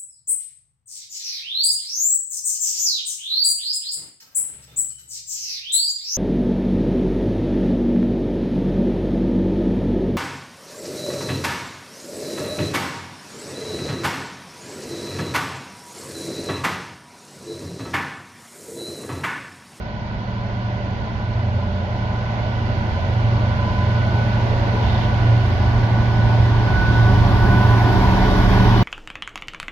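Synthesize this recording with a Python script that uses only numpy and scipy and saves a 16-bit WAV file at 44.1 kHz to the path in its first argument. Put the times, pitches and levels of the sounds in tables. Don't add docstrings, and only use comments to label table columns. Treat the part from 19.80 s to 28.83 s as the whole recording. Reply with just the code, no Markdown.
import sys
import numpy as np
from scipy import signal
from scipy.fft import rfft, irfft, next_fast_len
from scipy.io import wavfile
from scipy.ndimage import uniform_filter1d, minimum_filter1d, map_coordinates

SR = 44100
rng = np.random.default_rng(int(sys.argv[2]) if len(sys.argv) > 2 else 0)


def write(x):
    x = np.atleast_2d(x).T
    wavfile.write(sys.argv[1], SR, np.round(np.clip(x, -1, 1) * 32767).astype(np.int16))


N = 398223
TIME = np.arange(N) / SR


def amp(db):
    return 10 ** (np.asarray(db) / 20)


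def along(points, hz):
    f, values = np.transpose(points)
    return np.interp(np.log(hz + 1), np.log(f + 1), values)


def curves(rows):
    times, *columns = np.transpose(rows)
    return [np.interp(TIME, times, column) for column in columns]


def wobble(rate):
    coarse = TIME[::64]
    knots = rng.standard_normal(round(N / SR * rate) + 4)
    return np.interp(TIME, coarse, map_coordinates(knots, [coarse * rate]))


def tone(cycles, level_db, drift):
    angle = 2 * np.pi * ((cycles + rng.random()) % 1) + drift * wobble(6)
    return np.sqrt(2) * amp(level_db) * np.sin(angle)


# t/s, level/dB
MAIN_NOTE = [(0.0, -37.5), (0.93, -24.5), (1.28, -32.5), (1.58, -23), (1.76, -24), (1.99, -38),
             (2.11, -25.5), (2.84, -24), (3.09, -25), (3.17, -48), (3.32, -20.5), (3.49, -18.5),
             (3.92, -27), (4.12, -19), (5.31, -21.5), (5.53, -14), (5.73, -24), (5.93, -18), (6.77, -15.5),
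             (6.99, -24), (7.22, -14), (7.55, -18.5), (7.95, -13.5), (8.47, -25.5), (8.88, -14.5),
             (9.03, -14)]
UNDER_NOTE = [(0.0, -50), (1.16, -29), (1.26, -40), (1.68, -22.5), (2.46, -32.5), (2.51, -47),
              (2.81, -27.5), (4.3, -23), (4.45, -30.5), (5.83, -20.5), (6.09, -34.5), (6.92, -23),
              (7.14, -40), (7.27, -18.5), (8.07, -24), (9.03, -27)]
UPPER_NOTE = [(0, -40.5), (.55, -36), (1.1, -34), (1.35, -48.5), (1.9, -34), (3.4, -40.5), (4.3, -33.5),
              (5.6, -38), (7.0, -37.5), (7.3, -26), (7.5, -33), (7.75, -23), (7.95, -34), (8.3, -24),
              (9.03, -23.5)]

def exhaust_notes(turns):
    return sum(tone(order * turns, curves(envelope)[0] + .8 * wobble(12), drift=2.5 / order)
               for order, envelope in ((9, MAIN_NOTE), (7, UNDER_NOTE), (15, UPPER_NOTE)))


# far level/dB, near level/dB
BASS_ORDERS = (3, 5)
BASS_LEVELS = [(-39.5, -17.5), (-36, -25)]

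def exhaust_bass(turns, near, fade_db=5):
    bass = np.zeros(N)
    for order, (far_db, near_db) in zip(BASS_ORDERS, BASS_LEVELS):
        level_db = far_db + near * (near_db - far_db) - fade_db * np.abs(wobble(3.2))
        bass += tone(order * turns, level_db, drift=1.8 / order)
    return bass


# far level/dB, near level/dB
COMB_ORDERS = (4, 6, 8, 10, 12, 14, 16, 17, 18, 24, 30, 34, 45, 47, 57, 59, 65, 72, 73, 77, 80, 90, 113)
COMB_LEVELS = [(-50, -41), (-41, -39), (-33.5, -33), (-40.5, -34.5), (-43, -55.5), (-46, -34),
               (-44.5, -47.5), (-41.5, -47.5), (-39, -45), (-54, -44.5), (-57.5, -42), (-63, -41),
               (-46.5, -51), (-43, -50), (-53.5, -42.5), (-46.5, -49.5), (-49.5, -44), (-55, -48.5),
               (-48, -38.5), (-49.5, -44), (-50, -48), (-54, -39), (-57.5, -45)]

def engine_comb(turns, near, swell_db, trim_db=1, near_trim_db=-7):
    comb = np.zeros(N)
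    for order, (far_db, near_db) in zip(COMB_ORDERS, COMB_LEVELS):
        level_db = far_db + near * (near_db + near_trim_db - far_db) + swell_db + trim_db
        comb += tone(order * turns, level_db + 3 * wobble(4), drift=.95)
    return comb


BLOWER_ORDER = 117.15
# offset/Hz, multiple of the blower pitch, gain/dB
WHINE_PARTIALS = [(0, 1, 3.5), (-16, 1, -10), (22, 1, -14)]
# t/s, level/dB
WHINE_LEVEL = [(0, -53.5), (2.15, -55.5), (2.4, -48), (3.3, -53), (4.4, -40), (4.7, -49), (5.3, -44.5),
               (5.8, -49.5), (6.1, -44.5), (6.5, -39), (6.75, -47), (7.0, -29.5), (7.3, -35), (7.45, -45),
               (7.7, -31), (8.25, -40.5), (8.4, -37), (9.03, -41)]

def blower_whine(turns, flutter_db=1.2):
    level_db, = curves(WHINE_LEVEL)
    whine = np.zeros(N)
    for offset_hz, multiple, gain_db in WHINE_PARTIALS:
        cycles = multiple * BLOWER_ORDER * turns + offset_hz * TIME
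        whine += tone(cycles, level_db + gain_db + flutter_db * wobble(25), drift=.67)
    return whine


# t/s, level/dB
GEAR_LEVEL = [(0, -49), (1.7, -49), (2.7, -43.5), (3.5, -43.5), (4.0, -34.5), (4.3, -44.5), (6.3, -47),
              (7.4, -41), (7.9, -29.5), (9.03, -41)]

def gear_mesh(turns, teeth=79, flutter_db=2.5):
    return tone(teeth * turns, curves(GEAR_LEVEL)[0] + flutter_db * wobble(24), drift=.7)


# f/Hz, left-right likeness (0-1)
LIKENESS = [(25, 0.67), (170, 0.98), (350, 0.75), (520, .72), (850, 0.86), (1300, 0.83), (2000, 0.17),
            (3500, 0.11), (5500, 0.21), (15000, .05)]
# f/Hz, left minus right/dB
PAN_FAR = [(60, 13.5), (500, -6), (1000, 8.5), (1500, -6.5), (2200, -6.5), (3200, -3.5), (4500, -9),
           (6000, -13.5), (7100, -24), (7900, 3.5), (9000, -4), (15000, -5)]
PAN_NEAR = [(60, -3), (500, 0), (1000, 5.5), (1600, 0), (2100, -7), (3200, 0.5), (4500, -3), (6500, -10),
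            (7900, 4.5), (9500, 8), (12500, 11), (15000, -1.5)]
# f/Hz, left lead/rad
LEAD_FAR = [(0, 0), (600, -.2), (1290, -2.4), (1980, -4.6), (3000, -5.6), (4390, -8.5), (6000, -12)]
LEAD_NEAR = [(0, .05), (500, .55), (1300, .7), (1900, 0), (2600, -2.4), (3500, 1), (6000, 6)]

def rush(spectrum, close, patchy_db, rings=()):
    pan, lead = (PAN_NEAR, LEAD_NEAR) if close else (PAN_FAR, LEAD_FAR)
    noise = signal.stft(rng.standard_normal((2, N), dtype=np.float32), nperseg=512)[2]
    patches = rng.standard_normal(noise.shape[1:], dtype=np.float32)
    patches = uniform_filter1d(uniform_filter1d(patches, size=6, axis=0), size=14, axis=1)
    patches /= np.sqrt(np.mean(patches ** 2))
    patchy = signal.istft(noise * amp(patchy_db * patches), nperseg=512)[1][:, :N]
    size = next_fast_len(N + SR // 2)
    hz = np.fft.rfftfreq(size, 1 / SR)
    mid, side = rfft(patchy, size)
    spread = np.arccos(np.clip(along(LIKENESS, hz), 0, 1)) / 2
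    mid, side = mid * np.cos(spread), side * np.sin(spread)
    ring_db = sum(db / (1 + (2 * (hz - centre) / width) ** 2) for centre, width, db in rings)
    colour = amp(along(spectrum, hz) + ring_db)
    leftward = amp(along(pan, hz) / 2) * np.exp(.5j * along(lead, hz))
    stereo = irfft(colour * np.array([(mid + side) * leftward, (mid - side) / leftward]), size)[:, :N]
    return stereo / np.std(stereo.mean(axis=0))


def crossfade(far, close, near):
    return np.cos(near * np.pi / 2) * far + np.sin(near * np.pi / 2) * close


# f/Hz, relative level/dB
BODY_FAR = [(130, -10), (220, -3), (239, -4.5), (259, -8), (395, -8.5), (491, -11.5), (578, -5),
            (836, -9.5), (992, -9), (1070, -16), (1250, -15.5), (1450, -9.5), (1530, -11.5), (1570, -31),
            (1900, -33.5), (2470, -46.5), (4180, -120)]
BODY_NEAR = [(130, -27.5), (220, 1.5), (425, -1.5), (469, -16), (583, -3), (644, -9), (711, -1), (829, -6),
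             (983, -3.5), (1340, -17.5), (1480, -8.5), (1570, -22.5), (1900, -18.5), (2470, -47.5),
             (4180, -120)]
HISS_FAR = [(940, -33), (1600, 0), (1750, -2.5), (1970, -2), (2550, -5.5), (3380, -7.5), (4700, -13.5),
            (5060, -16), (6580, -28), (8000, -61.5), (10400, -76), (17600, -120)]
HISS_NEAR = [(940, -41), (1600, -1.5), (1920, -5), (2170, -6.5), (2800, -9.5), (3050, -9.5), (3570, -10),
             (5100, -15.5), (6720, -29.5), (8000, -45), (10400, -65), (17600, -120)]
RUMBLE = [(12, -52), (20, -23.5), (26, -11.5), (35, 1), (50, 9), (70, 8), (100, 1), (140, 0), (200, -4),
          (250, -11.5), (330, -61.5)]
TREBLE = [(4350, -37.5), (7400, -2), (8000, -11.5), (8800, -4.5), (10500, -7), (11500, -4), (12200, 0),
          (12800, -3.5), (13500, -15), (15600, -11)]
# f/Hz, width/Hz, far boost/dB, near boost/dB
PANELS = [(2005, 45, 7, 1), (2180, 40, 3, 0), (2345, 35, 4, 1), (2750, 60, 4, -3), (2965, 50, 6, 3),
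          (3280, 45, 5, 3), (3450, 40, 3, 1), (3730, 35, 1.5, 4), (4130, 80, 3, -1), (4340, 60, 3, 2),
          (4480, 50, 4, 4), (6760, 60, 3, 4)]
# t/s, body level/dB, rumble level/dB, hiss level/dB
APPROACH = [(0, -36.5, -37.5, -47), (.9, -34, -34, -44), (1.8, -32.5, -32.5, -44.5), (2.6, -31, -32, -41.5),
            (3.3, -30, -26.5, -40.5), (4.2, -28.5, -29.5, -39), (5.1, -27.5, -25, -38),
            (5.7, -27.5, -26, -38.5), (6.4, -27.5, -23, -38.5), (7.1, -25.5, -21, -36),
            (7.5, -23.5, -22, -35.5), (8.1, -22, -22.5, -34.5), (8.8, -21.5, -21, -32),
            (9.03, -23, -21, -33)]

def roar(near, swell_db, surge_db=.96, flicker_db=.4):
    body_db, rumble_db, hiss_db = curves(APPROACH)
    treble_db = -73.5 + 2.18 * swell_db
    far_body = rush(BODY_FAR, close=False, patchy_db=.97)
    near_body = rush(BODY_NEAR, close=True, patchy_db=.7)
    far_hiss = rush(HISS_FAR, close=False, patchy_db=.67, rings=np.delete(PANELS, 3, axis=1))
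    near_hiss = rush(HISS_NEAR, close=True, patchy_db=1, rings=np.delete(PANELS, 2, axis=1))
    rumble = rush(RUMBLE, close=True, patchy_db=0)
    treble = rush(TREBLE, close=True, patchy_db=1.2)
    treble *= amp(np.outer([-2, 7], 1 - near))
    return (amp(rumble_db + surge_db * wobble(5)) * rumble
            + amp(body_db) * crossfade(far_body, near_body, near)
            + amp(hiss_db) * crossfade(far_hiss, near_hiss, near)
            + amp(treble_db + flicker_db * wobble(12)) * treble)


# f/Hz, relative level/dB
VALVE_COLOUR = [(1500, -40), (2500, -12), (3000, -2), (3600, 0), (4100, -10), (5500, -20), (8000, -50),
                (16000, -70)]

def air_valve(start_s=4.99, level_db=-42, attack_s=.041, hold_s=.22, release_s=.07):
    gate = np.interp(TIME - start_s, np.cumsum([0, attack_s, hold_s, release_s]), [0, 1, 1, 0])
    return amp(level_db) * gate ** 2 * rush(VALVE_COLOUR, close=False, patchy_db=1.5)


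# t/s, level/dB
WHISTLE_LEVEL = [(0, -68.5), (3, -61), (3.6, -64), (8.2, -63), (8.5, -46), (8.7, -52), (9.03, -40.5)]

def blower_whistle(turns, flutter_db=2.5):
    level_db = curves(WHISTLE_LEVEL)[0] + flutter_db * wobble(20)
    return tone(2 * BLOWER_ORDER * turns, level_db, drift=2.2) * amp([[-1.5], [1.5]])


# t/s, left lag/ms
BEARING = [(0, .11), (4, .09), (5.5, .02), (7, -.04), (8, -.1), (9.03, -.17)]

def pan_engine(engine, pan_db=-2):
    half_lag_s = curves(BEARING)[0] / 2000
    time, wave = np.pad([TIME, engine], ((0, 0), (16, 16)), "reflect", reflect_type="odd")
    left = np.interp(TIME - half_lag_s, time, wave) * amp(pan_db / 2)
    right = np.interp(TIME + half_lag_s, time, wave) * amp(-pan_db / 2)
    return np.array([left, right])


# t/s, f/Hz
SHAFT_SPEED = [(0, 12.72), (3, 12.724), (6, 12.716), (7.5, 12.684), (9.03, 12.644)]
# t/s, nearness (0-1)
NEARNESS = [(0, 0), (4, 0.07), (5.5, 0.34), (6.5, 0.5), (7.3, 0.69), (9.03, 1)]

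def scene():
    near = np.clip(curves(NEARNESS)[0], 0, 1)
    turns = np.cumsum(curves(SHAFT_SPEED)[0]) / SR
    swell_db = curves(APPROACH)[0] + 30
    engine = (exhaust_notes(turns) + exhaust_bass(turns, near) + engine_comb(turns, near, swell_db)
              + blower_whine(turns) + gear_mesh(turns))
    return pan_engine(engine) + blower_whistle(turns) + roar(near, swell_db) + air_valve()


def record(dry, ceiling=.825, top_hz=15720):
    needed = np.minimum(1, ceiling / (np.abs(dry).max(axis=0) + 1e-9))
    gain = uniform_filter1d(minimum_filter1d(needed, size=881), size=441)
    size, margin = next_fast_len(N + SR // 2), SR // 10
    padded = np.pad(dry * gain, ((0, 0), (margin, size - N - margin)), "reflect", reflect_type="odd")
    passband = np.fft.rfftfreq(size, 1 / SR) < top_hz
    return irfft(rfft(padded) * passband, size)[:, margin:margin + N]


dry = scene()
out = record(dry)
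write(out)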